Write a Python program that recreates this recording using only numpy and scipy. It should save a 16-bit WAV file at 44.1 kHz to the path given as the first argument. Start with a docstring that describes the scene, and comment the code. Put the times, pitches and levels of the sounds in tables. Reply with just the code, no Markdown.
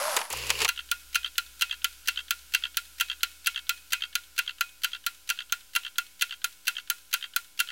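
"""An electric clockwork starts up

Heard from very close, a lever scrapes home and a mains-powered winder buzzes and grinds for a moment.
Then the clock beats a little over four times a second: two small catches (pallets) take turns to stop
a toothed wheel, and each blow rings the metal case. One gives a plain tick; the other gives a tock
that unlocks first and leaves a loose link rattling. Hum and hiss sink slowly underneath."""
import sys
import numpy as np
from scipy import signal
from scipy.fft import rfft, irfft, next_fast_len
from scipy.io import wavfile

SR = 44100
rng = np.random.default_rng(int(sys.argv[2]) if len(sys.argv) > 2 else 0)


def output_pcm(signal):
    """Save a mono or channel-first signal as 16-bit PCM at the path in sys.argv[1].

    Samples are clipped to [-1, 1] before scaling.
    """
    pcm = np.clip(np.atleast_2d(signal).T, -1, 1) * 32767
    wavfile.write(sys.argv[1], SR, np.round(pcm).astype(np.int16))


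N = 340011

# Levels in tables are relative. A mode is one ringing note; t60 is the time it takes to fade by 60 dB.
# A contact is one part hitting another: t/s, then level/dB at these low, middle and high points (f/Hz)
COLOUR_POINTS = [1480, 2940, 8900]
# tone colour of the lever's scrape: f/Hz, level/dB
SCRAPE_COLOUR = [(88, -64), (150, -37), (193, -25.5), (431, -33.5), (601, -7), (730, -9), (1020, -3.5),
                 (1450, -8), (1660, -10), (3840, -17), (4580, -14), (8400, -20), (11000, -12.5),
                 (13400, -28), (16000, -33)]
# pitch of the lever's rubbing note: t/s, f/Hz
RUB_NOTE = [(0, 518), (.03, 577), (.09, 635), (.15, 510)]
# tone colour of the hiss: f/Hz, level/dB
HISS_COLOUR = [(12, -23), (22, -7), (40, -16), (70, -18), (100, -29.5), (293, -28.5), (472, -35.5),
               (718, -36), (1150, -33), (1400, -12.5), (1860, -27), (2750, -18.5), (13200, -22.5),
               (16000, -26.5)]
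# the sinking background: t/s, hiss level/dB, hum level/dB
BACKGROUND_LEVELS = [(1.0, -51, -61), (3.24, -52, -64), (4.47, -55, -70), (7.23, -56, -77), (7.7, -57, -76)]
# thin clicks of the winder's ratchet catch (pawl): t/s, level/dB
PAWL_CLICKS = [(.3015, -28.5), (.3268, -23.5), (.371, -31.5), (.468, -31.5)]
# knocks of the winder's gear: t/s, level/dB, rebound level/dB
GEAR_KNOCKS = [(.494, -28, -36), (.5022, -16.5, -27), (.59, -30, -40), (.6035, -27, -32), (.6165, -22, -28),
               (.6465, -18.5, -20)]
# tone colour of the knocks: f/Hz, level/dB
KNOCK_COLOUR = [(100, -30), (300, -20), (470, 4), (660, -2), (950, 9), (1500, 0.5), (2400, 4.5),
                (3600, -1.5), (5000, -4), (7300, -1.5), (9000, -6), (10800, -8.5), (13000, -13),
                (16000, -13)]
# tone colour of the grinding: f/Hz, level/dB
GRIND_COLOUR = [(120, -55), (200, -24), (491, 1.5), (683, -20), (986, 0), (1350, -9), (1910, -4.5),
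                (2700, 3), (3560, -6.5), (4350, -2.5), (5940, -9), (7140, -7.5), (9230, -17), (10700, -16),
                (16000, -16)]
# modes of the winder's frame: f/Hz, width/Hz, level/dB
FRAME_MODES = [(442, 52, -15.5), (2800, 220, -7.5), (4680, 310, -15), (10920, 210, -13)]
# faint overtones of the hum: multiple of the mains frequency, level/dB
HUM_OVERTONES = [(3, -83), (5, -80.5), (7, -83.5), (9, -82.5), (11, -86), (13, -81.5), (15, -87),
                 (17, -78.5)]
# the clock runs slow at first, then catches up: t/s, delay behind a steady beat/s
BEAT_LAG = [(.69, .0006), (1.35, .0085), (2.6, .0153), (4.05, .0166), (5.2, .0029), (6.6, -.0006),
            (6.95, -.0045), (7.6, -.0018)]
# force of the balance wheel's swing, which drives both pallets and the link: t/s, level/dB
SWING_FORCE = [(.7, -6), (1.2, 0), (3.8, -.5), (4.6, -4), (6.3, -4), (7.7, -7)]
# each pallet's landing, a row per colour point: level/dB at full force, dB gained per dB of force
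TOCK_COLOUR = [(.6, -.1), (2.4, .42), (1.2, 0)]
TICK_COLOUR = [(-.7, -.15), (0, .8), (.9, .05)]
# slow change in the beats' treble: t/s, level/dB
BEAT_TREBLE = [(1.1, -.3), (3.6, .8), (4.15, -2), (5.4, -.7), (7.4, 2)]
# modes of the plates and case: f/Hz, t60/s, then level/dB when struck by tick, tock and link
CASE_MODES = [(980, 0.065, -48.5, -42, -34), (1391.4, 0.075, -24, -24, -19.5),
              (1423, 0.12, -32.5, -31.5, -23), (1479, 0.043, -30, -26, -31), (1550, 0.043, -34.5, -28, -31),
              (1663, 0.026, -33, -29, -14.5), (1809, 0.017, -40, -32.5, -14),
              (2017, .06, -33.5, -31.5, -20), (2270, 0.042, -35.5, -34, -45),
              (2490, 0.043, -27.5, -28.5, -37), (2546, 0.41, -50.5, -46, -43), (2214, 1.0, -62, -57, -60),
              (2684, 0.076, -29.5, -25.5, -11), (2761, 0.05, -28.5, -21, -7.5),
              (3017, 0.036, -27, -28, -17), (3166, 0.047, -29, -26, -10), (3215, .1, -38, -33.5, -13),
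              (3402, 0.014, -24.5, -29, -14), (3602, 0.024, -29, -32, -11), (4019, 0.068, -30, -32.5, -27),
              (4230, 0.048, -31.5, -33, -28.5), (4580, 0.068, -43, -36, -20.5),
              (4706, 0.013, -27.5, -33, -25), (5967, 0.01, -30, -27.5, -34), (6387, 0.021, -29, -33.5, -20),
              (7140, 0.036, -38, -54.5, -38), (10706, 0.034, -35, -31.5, -44),
              (15900, 0.016, -30, -46, -44)]
# crowded small modes of the steel parts: f/Hz, level/dB
STEEL_COLOUR = [(120, -70), (400, -44), (800, -22.5), (1150, -19.5), (1400, -1.5), (2200, -5.5), (2900, -4),
                (3900, -3), (5300, -5), (6200, -5.5), (8600, -4), (9300, -12), (10700, -4), (15600, -3)]
# how fast they fade: f/Hz, t60/s
STEEL_T60 = [(600, 0.08), (1400, 0.079), (3000, 0.077), (4500, 0.044), (7000, 0.019), (15000, 0.02)]
# hissy tail of each beat: f/Hz, level/dB
TAIL_COLOUR = [(300, -24), (1100, -11.5), (1400, -6.5), (1900, -3), (2800, 3.5), (5000, -4), (10000, -7),
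               (16000, -11)]
# the link's duller touch: f/Hz, level/dB
LINK_COLOUR = [(500, -36.5), (1100, -24.5), (1450, -2), (2300, -12.5), (3100, 1.5), (4200, -7), (5400, -21),
               (6400, -17.5), (8000, -27.5), (16000, -34.5)]
# now and then a beat sets the spring singing: t/s, level/dB
SPRING_RINGS = [(1.154, -37), (3.6924, -39.5), (3.9309, -37), (4.6078, -38.5)]

TIME = np.arange(N) / SR
AGE = TIME[:2 ** 14]   # seconds since a contact
MAINS_HZ, WINDER_ON_S, WINDER_OFF_S = 60, .3, .662
FIRST_TOCK_S, SWING_S, TICK_AFTER_S = .6874, .461, .2228   # each swing gives a tock, then a tick


def from_db(db):
    """Turn decibels into a gain."""
    return 10 ** (np.asarray(db) / 20)


def rms_one(x):
    """Scale a signal to an average power of 1."""
    return x / np.sqrt(np.mean(x ** 2) + 1e-20)


def in_time(rows):
    """Read a table's columns at every sample."""
    s, *columns = np.transpose(rows)
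    return [np.interp(TIME, s, c) for c in columns]


def at_hz(points, hz):
    """Read a table on a log-frequency axis."""
    known, values = np.transpose(points)
    return np.interp(np.log(hz + 1e-9), np.log(known), values)


def noise(colour):
    """Steady noise with a given tone colour."""
    size = next_fast_len(N)
    gain = from_db(at_hz(colour, np.fft.rfftfreq(size, 1 / SR)))
    return rms_one(irfft(rfft(rng.standard_normal(size)) * gain, size)[:N])


def drift(rate_hz):
    """A random wobble of typical size 1."""
    return noise([(rate_hz, 0), (rate_hz * 10, -60)])


def gate(start_s, attack_s, end_s, release_s):
    """Fade in, hold until end_s, then fall 60 dB every release_s."""
    return np.clip((TIME - start_s) / attack_s, 0, 1) * from_db(-60 * np.maximum(TIME - end_s, 0) / release_s)


def add(out, s, sound):
    """Mix a sound in at s seconds."""
    start = max(round(s * SR), 0)
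    part = out[start:start + len(sound)]
    part += sound[:len(part)]


def plain(s, db):
    """Contacts with the same low, middle and high level."""
    return np.column_stack([s, db, db, db])


def shifted(contacts, by_s, low_db, mid_db, high_db):
    """The same contacts, moved in time and tone colour."""
    return np.array(contacts) + [by_s, low_db, mid_db, high_db]


def blow(hz, t60, rise_cycles, chatter_s):
    """Loudness after a contact: low notes build up later, the parts chatter briefly, then fade."""
    rise = 1 - np.exp(-(AGE * hz / rise_cycles) ** 2)
    return rise * from_db(-60 * np.maximum(AGE - chatter_s, 0) / t60)


def crack(contacts, colour, decay, rise_cycles, chatter_s):
    """Modes too crowded to tell apart: struck noise bands that fade as decay (f/Hz, t60/s) says."""
    out, source = np.zeros(N), noise(colour)
    edges = np.geomspace(1000, 11000, num=7)
    for k, edge in enumerate([*edges, None]):
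        band = source
        if edge:
            band = signal.sosfiltfilt(signal.butter(4, edge, fs=SR, output="sos"), source)
        source = source - band
        hz = edges[0] * (edges[1] / edges[0]) ** (k - .5)   # middle of the band
        shape, power = blow(hz, at_hz(decay, hz), rise_cycles, chatter_s), np.zeros(N)
        for s, *levels in contacts:
            gain = from_db(at_hz(list(zip(COLOUR_POINTS, levels)), hz))
            add(power, s, (gain * shape) ** 2)
        out += band * np.sqrt(power)
    return out


def case(contacts, striker, rise_cycles, chatter_s, spread_db):
    """The case rings; every contact gives each mode a slightly different strength."""
    hz, t60, *strengths = np.transpose(CASE_MODES)
    strength = dict(zip(("tick", "tock", "link"), strengths))[striker]
    rings = np.array([blow(f, t, rise_cycles, chatter_s) * np.exp(2j * np.pi * f * AGE)
                      for f, t in zip(hz, t60)])
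    rings *= np.minimum(1, 10 * (1 - AGE / AGE[-1]))   # end without a click
    colours = np.array([at_hz(list(zip(COLOUR_POINTS, levels)), hz) for s, *levels in contacts])
    gains = from_db(strength + colours + spread_db * rng.standard_normal(colours.shape))
    phases = np.exp(2j * np.pi * rng.random(colours.shape))
    out = np.zeros(N)
    for s, sound in zip(contacts[:, 0], ((gains * phases) @ rings).real):
        add(out, s, sound)
    return out


def pings(rows, t60, rise_cycles):
    """One ringing note for each row of t/s, level/dB, f/Hz."""
    out = np.zeros(N)
    for s, db, hz in rows:
        add(out, s, from_db(db) * blow(hz, t60, rise_cycles, 0) * np.sin(2 * np.pi * hz * AGE))
    return out


def lever():
    """The lever scrapes home with a rubbing note that rises and falls."""
    scrape = from_db(-31.5 + 1.7 * drift(280)) * noise(SCRAPE_COLOUR)
    rub_hz = in_time(RUB_NOTE)[0] * (1 + .01 * drift(120))
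    note = np.sqrt(2) * np.sin(2 * np.pi * np.cumsum(rub_hz) / SR)
    rub = from_db(-34.5 + 1.5 * drift(98)) * note
    return (scrape * gate(0, attack_s=.001, end_s=.175, release_s=.46)
            + rub * gate(0, attack_s=.02, end_s=.085, release_s=.3))


def background():
    """Hiss swells and a wavering mains hum comes on with the winder; both slowly sink."""
    hiss_db, hum_db = in_time(BACKGROUND_LEVELS)
    mains = 2 * np.pi * MAINS_HZ * TIME
    powered = gate(WINDER_ON_S, attack_s=.06, end_s=N / SR, release_s=1)
    hum = powered * from_db(hum_db + .6 + .89 * drift(3.4)) * np.sin(mains + .12 * drift(3))
    overtones = sum(from_db(db) * np.sin(k * mains + 2 * np.pi * rng.random())
                    for k, db in HUM_OVERTONES)
    hiss = from_db(hiss_db - 1.6) * np.maximum(powered, from_db(-8)) * noise(HISS_COLOUR)
    return hiss + np.sqrt(2) * (hum + overtones)


def knocks():
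    """The lever hits its stop and bounces twice, the pawl clicks, the gear knocks; hard hits rebound."""
    stop_s, bounce_s, rebound_s = .165, .0245, .0049
    stop = shifted(plain(stop_s, -22.5), 0, -.6, 0, 3)
    bounces = shifted(plain(stop_s + bounce_s * np.array([1, 2]), [-29.5] * 2), 0, -2.5, 0, -9)
    pawl = shifted(plain(*np.transpose(PAWL_CLICKS)), 0, -9, -17, 0)
    s, knock_db, rebound_db = np.transpose(GEAR_KNOCKS)
    gear = shifted(plain(s, knock_db), 0, -10, 0, -4.5)
    rebounds = [shifted(stop, rebound_s, -1.5, -2, -5), shifted(pawl, rebound_s, 0, 2, -11),
                shifted(plain(s, rebound_db), rebound_s, -6, 0, -9.5)]
    contacts = np.vstack([stop, bounces, pawl, gear, *rebounds])
    decay = [(600, .054), (3000, .032), (10000, .015)]
    return from_db(6) * crack(contacts, KNOCK_COLOUR, decay, rise_cycles=1.8, chatter_s=.0018)


def winder():
    """The winder buzzes and grinds in its frame, straining when the spring is nearly full."""
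    strain_s, strain_width_s, sag_db_per_s = .626, .022, 14
    teeth = rng.standard_normal(N)
    frame = sum(from_db(db) * rms_one(signal.lfilter(*signal.iirpeak(hz, hz / width, fs=SR), teeth))
                for hz, width, db in FRAME_MODES)
    strain_db = 8.5 * np.exp(-((TIME - strain_s) / strain_width_s) ** 2)
    grind = from_db(-37.3 + strain_db + 1.86 * drift(326)) * (noise(GRIND_COLOUR) + frame)
    mains = 2 * np.pi * MAINS_HZ * TIME
    buzz = np.sin(mains) + from_db(-.5) * np.sin(2 * mains)
    buzz *= from_db(-47 - sag_db_per_s * (TIME - WINDER_ON_S))
    return (grind * gate(WINDER_ON_S, attack_s=.008, end_s=WINDER_OFF_S, release_s=.04)
            + buzz * gate(WINDER_ON_S, attack_s=.07, end_s=WINDER_OFF_S, release_s=.055))


def force_db(s):
    """Force of the swing at given times."""
    return np.interp(s, *np.transpose(SWING_FORCE))


def landings(after_s, colour, spread_db=.3):
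    """Contacts of one pallet: it lands once a swing, coloured by the force and a little chance."""
    s = np.arange(FIRST_TOCK_S + after_s, N / SR, SWING_S)
    s += np.interp(s, *np.transpose(BEAT_LAG))
    full_db, db_per_db = np.transpose(colour)
    chance = spread_db * rng.standard_normal((len(s), len(colour)))
    low, mid, high = (full_db + np.outer(force_db(s), db_per_db) + chance).T
    return np.column_stack([s, low, mid, high + np.interp(s, *np.transpose(BEAT_TREBLE))])


def tock(tocks):
    """One pallet touches, the tooth slips free, and a hundredth of a second later the wheel lands."""
    s = tocks[:, 0]
    slips = plain(s, 1.6 + .35 * force_db(s))
    landing = from_db(-2) * case(tocks, "tock", rise_cycles=3.5, chatter_s=.0043, spread_db=2)
    landing += from_db(-22.5) * crack(tocks, STEEL_COLOUR, STEEL_T60, rise_cycles=.94, chatter_s=.0026)
    unlock = crack(shifted(slips, -.0093, -14, -19.5, -30.5), STEEL_COLOUR,
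                   [(1400, .019), (9000, .026)], rise_cycles=6.9, chatter_s=.002)
    unlock += case(shifted(slips, -.0097, -15.5, -5.5, -4.5), "tock",
                   rise_cycles=4, chatter_s=.001, spread_db=4)
    touch = crack(shifted(slips, -.026, -43, -37, -47.5), STEEL_COLOUR,
                  [(1400, .063), (9000, .045)], rise_cycles=2.2, chatter_s=.0045)
    return touch + unlock + landing


def after_ring(ticks, tocks):
    """A soft hissy tail follows every beat."""
    beats = np.vstack([shifted(ticks, 0, -1.5, -.3, 0), shifted(tocks, 0, -.8, .8, 0)])
    short = crack(beats, TAIL_COLOUR, [(1400, .19), (9000, .1)], rise_cycles=10.6, chatter_s=.0075)
    long = crack(beats, TAIL_COLOUR, [(1400, .4), (9000, .6)], rise_cycles=8.3, chatter_s=.022)
    return from_db(-39.5) * short + from_db(-47.5) * long


def rattle(tock_s):
    """After a tock the loose link lifts, hits and bounces, later and harder on a strong swing."""
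    force = force_db(tock_s)
    s, bounce_s = tock_s + .0906 + .0006 * force, .0152
    hit_db, bounce_db = -20.7 + 1.2 * force, -22 + .5 * force
    ping_hz = 3170 * (1 + .025 * rng.standard_normal(len(s)))
    hits = np.vstack([shifted(plain(s, hit_db), 0, 1.2, 0, -.7),
                      shifted(plain(s, bounce_db), bounce_s, 4.5, 0, -.7)])
    lifts, settles = plain(s - .0145, bounce_db - 6), plain(s + 2 * bounce_s, bounce_db - 5)
    ring = case(hits, "link", rise_cycles=3.7, chatter_s=.0003, spread_db=1)
    ping = pings(zip(s, hit_db, ping_hz), t60=.014, rise_cycles=5.6)
    clicks = crack(np.vstack([hits, lifts, settles]), LINK_COLOUR,
                   [(1400, .036), (6000, .022)], rise_cycles=2.96, chatter_s=.00093)
    return from_db(-1) * ring + from_db(12) * ping + from_db(-7) * clicks


def tick(ticks):
    """The other pallet touches lightly and lands; a faint click follows as the balance swings on."""
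    landing = from_db(1) * case(ticks, "tick", rise_cycles=3.65, chatter_s=.0025, spread_db=2.5)
    landing += from_db(-19) * crack(ticks, STEEL_COLOUR, STEEL_T60, rise_cycles=5.9, chatter_s=.0014)
    touches, clicks = shifted(ticks, -.0255, -44, -41.5, -44), shifted(ticks, .083, -49, -50.5, -34)
    return landing + crack(np.vstack([touches, clicks]), LINK_COLOUR,
                           [(1400, .066), (6000, .036)], rise_cycles=1.9, chatter_s=.0013)


def spring(hz=2512):
    """The spring sings with a thin ring that outlasts the beat."""
    return pings([(s, db, hz) for s, db in SPRING_RINGS], t60=.33, rise_cycles=8)


def scene():
    """Everything together, close up, in one channel."""
    tocks, ticks = landings(0, TOCK_COLOUR), landings(TICK_AFTER_S, TICK_COLOUR)
    beats = after_ring(ticks, tocks) + tick(ticks) + tock(tocks) + rattle(tocks[:, 0])
    return (lever() + winder() + knocks() + beats + spring() + background())[None]


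def record(dry):
    """The highest treble is cut steeply, and the wave sits slightly below zero."""
    cutoff_hz, offset = 15900, -.0011
    return offset + signal.sosfilt(signal.ellip(10, .2, 80, cutoff_hz, fs=SR, output="sos"), dry)


dry = scene()
out = record(dry)
output_pcm(out)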